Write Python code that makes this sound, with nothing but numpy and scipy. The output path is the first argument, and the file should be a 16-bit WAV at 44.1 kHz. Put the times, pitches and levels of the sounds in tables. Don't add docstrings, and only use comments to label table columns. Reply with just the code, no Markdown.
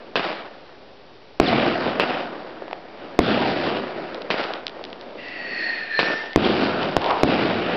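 import sys
import numpy as np
from scipy import signal
from scipy.io import wavfile

SR = 44100
rng = np.random.default_rng(int(sys.argv[2]) if len(sys.argv) > 2 else 0)


def wav_out(sig):
    wavfile.write(sys.argv[1], SR, np.round(np.clip(np.atleast_2d(sig).T, -1, 1) * 32767).astype(np.int16))


def attenuation_scalar(level_db):
    decades = np.asarray(level_db, float) / 20
    return 10 ** decades


N = 342216


def rms_one(x):
    return x / np.sqrt(np.mean(x ** 2) + 1e-20)


def in_time(rows):
    s, *columns = np.transpose(rows)
    return [np.interp(np.arange(N) / SR, s, column) for column in columns]


def at_hz(points, hz):
    point_hz, point_db = np.array(points)[:, 0], np.array(points)[:, 1]
    return np.interp(np.log(hz), np.log(point_hz), point_db)


def drift(rate_hz, size=1):
    r = np.exp(-2 * np.pi * rate_hz * size / SR)
    noise = rng.standard_normal((N + SR) // size)
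    slow = signal.lfilter([1], [1, -2 * r, r * r], noise)[SR // size - 1:]
    return np.interp(np.arange(N) / size, np.arange(len(slow)), rms_one(slow))


def add(out, s, sound):
    i = round(s * SR)
    out[i:i + len(sound)] += sound[:N - i]


def banded(source, spectrum, patchy_db, tilts_db=(0, 0, 0, 0)):
    out = 0
    edges = 24 * 2 ** np.arange(0, 8.3, 1 / 3)
    for k, (low, high) in enumerate(zip(edges, edges[1:])):
        bandpass = signal.butter(2, [low, high], "band", fs=SR, output="sos")
        band = signal.sosfilt(bandpass, source[k % 2])
        hz = np.sqrt(low * high)
        place = np.interp(np.log(hz), np.log([140, 450, 1100, 2800]), np.arange(4))
        tilt_db = sum(max(1 - abs(place - j), 0) * t for j, t in enumerate(tilts_db) if abs(place - j) < 1)
        out = out + band * attenuation_scalar(at_hz(spectrum, hz) + tilt_db + patchy_db * drift(4.0, size=32))
    return out


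def breathy(rows, wide_hz, waver_hz=18.0):
    hz, db, *breath = in_time(rows)
    t = np.arange(N) / SR
    fade_in = np.clip((t - rows[0][0]) / .015, 0, 1)
    fade_out = np.clip((rows[-1][0] - t) / .015, 0, 1)
    wide = np.clip(breath[0] / 100, 0, 1) if breath else 1
    phase = 2 * np.pi * np.cumsum(hz + waver_hz * drift(30.6, size=8)) / SR
    core = np.sqrt(2) * attenuation_scalar(1.5 * drift(40.0, size=8)) * np.cos(phase)
    skirt = drift(wide_hz, size=8) * np.cos(phase) + drift(wide_hz, size=8) * np.sin(phase)
    return fade_in * fade_out * attenuation_scalar(db) * (np.sqrt(1 - wide) * core + np.sqrt(wide) * skirt)


def ring(clicks, hz, t60):
    r, w = attenuation_scalar(-60 / (t60 * SR)), 2 * np.pi * hz / SR
    return signal.lfilter([0, np.sin(w)], [1, -2 * r * np.cos(w), r * r], clicks + 1e-18)


def rung(clicks, modes):
    return sum(attenuation_scalar(db) * ring(clicks, hz, t60) for hz, db, t60 in modes)


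def blast(push_ms, suck_ms, suck):
    t_ms = np.arange(round(.006 * SR)) / SR * 1000
    push = (t_ms < push_ms) * (.5 * t_ms / push_ms - 1)
    after = np.clip((t_ms - push_ms) / suck_ms, 0, 1)
    return push + suck * np.abs(np.sin(np.pi * after ** 0.77)) ** 0.44


# f/Hz, relative density/dB
TOWN_COLOUR = [(15, -33), (25, -18.5), (64, -11), (132, -11), (314, -5.5), (495, -3), (1350, -16),
               (3940, -19), (4720, -21), (5800, -26.5), (7540, -55), (12800, -120)]


def town():
    noise = rng.standard_normal((2, N))
    return attenuation_scalar(-47.5) * rms_one(banded(noise, TOWN_COLOUR, patchy_db=0.0))


# t/s, f/Hz, level/dB, breath/%
WHISTLE_TONE = [(5.17, 1985, -48, 50), (5.21, 1970, -40, 60), (5.45, 1905, -33, 56), (5.63, 1855, -26, 50),
                (5.8, 1840, -29, 50), (5.89, 1800, -35, 55), (5.99, 1778, -22, 45), (6.035, 1780, -30, 40),
                (6.07, 1792, -24.5, 16), (6.24, 1788, -33.5, 30), (6.355, 1810, -41, 45)]
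# pitch ratio, offset from its usual level/dB, share of its swing,
# start t/s, end t/s, skirt width f/Hz
WHISTLE_UPPERS = [(1.37, -10.5, .6, 5.17, 6.1, 190), (2.345, -11, 1.6, 5.22, 6.08, 120),
                  (2.99, -23, 1.1, 6.03, 6.31, 45), (3.14, -25, 1.1, 6.03, 6.3, 45)]
# t/s, level/dB
WHISTLE_FLICKS = [(6.185, -33.0), (6.325, -41.0)]
# f/Hz, relative density/dB
RUSH_COLOUR = [(900, -25), (1500, -6), (2200, 0.1), (3500, -4), (5000, -8), (5800, -18), (7500, -50)]


def whistle():
    usual_db, upper_breath = -27, 80
    s, hz, db, _ = np.transpose(WHISTLE_TONE)
    out = breathy(WHISTLE_TONE, 150.0)
    for ratio, less_db, swing, start, end, wide_hz in WHISTLE_UPPERS:
        t = np.r_[start, s[(s > start) & (s < end)], end]
        upper_hz = ratio * np.interp(t, s, hz)
        upper_db = usual_db + less_db + swing * (np.interp(t, s, db) - usual_db)
        out += breathy(np.c_[t, upper_hz, upper_db, upper_breath + 0 * t], wide_hz)
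    for start, flick_db in WHISTLE_FLICKS:
        rise = [(start, 1900, flick_db), (start + .021, 2100, flick_db)]
        tail = [(start + .052, 2100, flick_db - 4.0)]
        out += breathy(rise + tail, 14.0)
    rush_db = np.interp(np.arange(N) / SR, s, .45 * (db - db.mean()), left=-99, right=-99)
    rush = rms_one(banded(rng.standard_normal((2, N)), RUSH_COLOUR, patchy_db=1.5))
    return out + attenuation_scalar(-43.5 + rush_db) * rush


def hollow():
    s, hz, peak_db, slope_s = 7.11, 890, -20, .11
    edge_db = peak_db - 11
    return breathy([(s - slope_s, hz, edge_db), (s, hz, peak_db), (s + slope_s, hz, edge_db)], 220.0)


# t/s, length/ms, start f/Hz, end f/Hz, level/dB before unevenness
RAILING_CHIRPS = [(1.452, 48, 4200.0, 2530, -32.5), (1.474, 18, 4877, 3700, -27.5),
                  (6.428, 37, 4200.0, 2600.0, -30.0)]


def railing():
    out = np.zeros(N)
    for s, length_ms, from_hz, to_hz, db in RAILING_CHIRPS:
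        share = np.linspace(0, 1, round(length_ms / 1000 * SR))
        uneven_db = 6.5 * drift(120.0, size=32)
        hz = from_hz * (to_hz / from_hz) ** share
        chirp = np.sin(2 * np.pi * np.cumsum(hz) / SR)
        add(out, s, attenuation_scalar(db + uneven_db[:len(share)]) * np.sin(np.pi * share) * chirp)
    return out


def answer(s, db, bass_db, shape, tilts):
    fill_in_s, dulled_after_s = .018, 1.02
    delay = np.arange(0, N + 32, 32) / SR - s
    mid_db = db + np.interp(delay, *np.transpose(shape), left=-200, right=-200)
    bass, upper, treble = [level_db - loss_db * np.clip(delay, 0, dulled_after_s)
                           - late_db * np.exp(-abs(delay) / fill_in_s)
                           for level_db, loss_db, late_db in tilts]
    return attenuation_scalar(mid_db + np.array([bass + bass_db, 0 * delay, upper, treble])) ** 2


# t/s, relative level/dB, extra bass level/dB
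SHELL_ROLLS = [(-2.65, 0.1, 0.1), (1.3998, 0.1, 0.1), (3.1905, 0.1, -0.5), (6.3601, 0.1, 0.5),
               (6.9667, -6.0, -15.0), (7.2337, -0.5, 0.5)]
# delay t/s, relative low-mid level/dB
SHELL_DECAY = [(.004, -23), (.03, -24), (.12, -21), (.3, -22.5), (.4, -26), (.47, -23.5), (.58, -28),
               (.72, -32), (.84, -31), (1.05, -35.5), (1.2, -39.5), (1.45, -44), (1.62, -38), (1.95, -40),
               (2.4, -38), (2.75, -43), (3.3, -51), (4.0, -68)]
# delay t/s, relative low-mid level/dB
MORTAR_DECAY = [(.004, -23), (.035, -28), (.07, -29.5), (.11, -28), (.16, -32), (.26, -38.5), (.36, -48),
                (.6, -55), (1.2, -70)]
# level/dB over low mids before the band trims,
# loss/(dB per s) of delay, level missing at the start/dB (negative: surplus)
SHELL_TILT = [(-1.0, 14.0, 0.1), (-5.7, 0.1, 18.0), (-11.0, 7.5, 18.0)]
MORTAR_TILT = [(-19.0, 0.1, 0.1), (0.5, 3.0, 9.0), (-7.5, 8.0, -7.0)]
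# f/Hz, relative density/dB
SWARM_COLOUR = [(15, -53.5), (25, -28.5), (75, -14), (199, 0), (368, 1), (432, -2.5), (713, -3),
                (980, -13.5), (1440, -10), (2130, -13.5), (2610, -10.5), (3280, -16), (4120, -17.5),
                (5060, -26), (5800, -39), (7540, -69), (12800, -120)]
# t/s, level/dB of the thump before its bass is thinned
MORTARS = [(.1567, -3.3), (1.998, -1.2), (4.304, -4.7), (5.9916, -1.0)]


def roll():
    power = sum(answer(s, db, bass_db, SHELL_DECAY, SHELL_TILT) for s, db, bass_db in SHELL_ROLLS)
    power = power + sum(answer(s, .3 * db, 0, MORTAR_DECAY, MORTAR_TILT) for s, db in MORTARS)
    bass_db, mid_db, upper_db, treble_db = [
        np.interp(np.arange(N) / 32, np.arange(len(p)), 10 * np.log10(p)) for p in power]
    strengths = attenuation_scalar(2.6 * np.minimum(rng.exponential(1, (2, N)), 5))
    signed = strengths * rng.choice([-1, 1], (2, N))
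    echoes = rms_one(signed * (rng.random((2, N)) < 2600.0 / SR))
    tilts_db = (bass_db + 4.0, mid_db, upper_db + 7.0, treble_db + 10.5)
    swarm = banded(echoes, SWARM_COLOUR, patchy_db=1.4, tilts_db=tilts_db)
    return attenuation_scalar(17.5 + 0.83 * drift(27.0, size=32)) * swarm


# t/s, level/dB before lift and bass cut, centre f/Hz
STAR_CRACKLE = [(2.68, -27, 2600), (2.7103, -24, 2400), (2.73, -15, 2300), (3.5868, -18, 3000),
                (4.1448, -17.5, 3740), (4.2188, -19, 3760), (4.4389, -12, 3060), (4.5361, -12.5, 3420),
                (4.557, -31, 3210), (4.6667, -7, 3800), (4.6798, -14, 3310), (4.6944, -24, 3420),
                (4.8393, -16.5, 3630), (4.8504, -19, 3600), (4.9013, -31, 4200), (4.9288, -20, 3130),
                (5.011, -22.5, 3920), (5.2839, -23, 4260), (6.3315, -20, 3580), (6.8304, -12, 3290),
                (7.017, -16, 3660), (7.043, -11, 3130), (7.061, -12.5, 3380), (7.1077, -10, 3110)]
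# t/s, level/dB before lift and bass cut, centre f/Hz
DULL_POPS = [(1.526, -4, 651), (2.619, -16, 501), (2.678, -23, 770), (2.709, -19.5, 764), (2.727, -13, 735),
             (2.852, -25, 544), (4.503, -13.5, 620), (4.631, -21, 520), (4.765, -21, 519),
             (4.791, -23, 604), (4.809, -21, 600), (7.059, -8, 638), (7.088, -15, 856), (7.091, -17, 800),
             (7.102, -7.5, 1070), (7.109, -4, 870)]


def pops(events, cycles, cut_hz, rise_s):
    out, t = np.zeros(N), np.arange(round(.012 * SR)) / SR
    for s, db, hz in events:
        decay = attenuation_scalar(-60 * t * hz / cycles)
        add(out, s + rise_s, -attenuation_scalar(db + 4.5) * np.sin(2 * np.pi * hz * t) * decay)
    return signal.sosfilt(signal.butter(2, cut_hz, "high", fs=SR, output="sos"), out)


# delay t/ms, level/dB relative to the thump, sign
MORTAR_ECHOES = [(1.7, -7.0, 1), (10.5, -10.0, 1), (17.0, -9.0, 1), (38.2, -4.5, -1), (93.5, -11.0, 1),
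                 (109.3, -10.0, 1), (147.5, -13.0, -1)]
# f/Hz, level/dB relative to its click, t60/s
MORTAR_RING = [(2600.0, -8.5, 0.011), (650.0, -33, 0.016)]


def launches():
    out, clicks = np.zeros(N), np.zeros(N)
    direct = blast(.37, 0.62, suck=0.28)
    dull = signal.lfilter([.2], [1, -.8], blast(.5, 1.6, suck=.25))
    for s, db in MORTARS:
        add(out, s, attenuation_scalar(db) * direct)
        add(clicks, s + .001, attenuation_scalar([db]))
        for delay_ms, echo_db, sign in MORTAR_ECHOES:
            add(out, s + delay_ms / 1000, sign * attenuation_scalar(db + echo_db) * dull)
            add(clicks, s + delay_ms / 1000, sign * attenuation_scalar([db + echo_db]))
    highpass = signal.butter(4, 150.0, "high", fs=SR, output="sos")
    thin = signal.sosfilt(highpass, out)
    return thin + rung(clicks, MORTAR_RING)


# t/s, peak level/dB at the capsule before it saturates, push t/ms,
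# ground echo relative level/dB before dulling, wall echo delay t/ms
SHELL_BURSTS = [(1.3998, 6.0, .55, -4.0, 14.4), (3.1905, 6.0, .65, -5.0, 15.2),
                (6.3601, 7.0, .7, -15.0, 16.1), (6.9667, 4.0, .45, -15.0, 11.4),
                (7.2337, 5.0, .6, -13.0, 12.6)]
# f/Hz, level/dB relative to its click, t60/s
SHELL_RING = [(286, -16.5, 0.084), (133, -14, 0.048), (85, -22, .15)]


def bursts():
    out, clicks = np.zeros(N), np.zeros(N)
    for s, db, push_ms, ground_db, wall_ms in SHELL_BURSTS:
        wave = attenuation_scalar(db) * blast(push_ms, 2.01 * push_ms, suck=0.45)
        dull = signal.lfilter([.12], [1, -.88], wave)
        add(out, s, wave)
        add(out, s + .0027, attenuation_scalar(ground_db) * dull)
        add(out, s + wall_ms / 1000, attenuation_scalar(-14.0) * dull)
        add(clicks, s + .0068, attenuation_scalar([db - 10]))
    return out + rung(clicks, SHELL_RING)


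def scene():
    background = town() + whistle()
    echoes = hollow() + railing() + roll()
    crackle = pops(STAR_CRACKLE, cycles=5.2, cut_hz=1700.0, rise_s=0.00101)
    dull_pops = pops(DULL_POPS, cycles=5.7, cut_hz=560.0, rise_s=0.00274)
    return (background + echoes + crackle + dull_pops + launches() + bursts())[None]


def band_limit(x):
    return signal.sosfilt(signal.butter(12, 16340, fs=SR, output="sos"), x)


def record(dry):
    capsule_limit, top_hz, offset, overload = 0.91, 5725, -.003, .715
    taps = signal.firwin(161, top_hz, window=("kaiser", 8.0), fs=SR)
    saturated = np.clip(dry, -capsule_limit, capsule_limit)
    narrow = signal.fftconvolve(saturated, taps[None], mode="same")
    flat = np.clip(narrow + offset, -overload, overload)
    return band_limit(flat)


dry = scene()
out = record(dry)
wav_out(out)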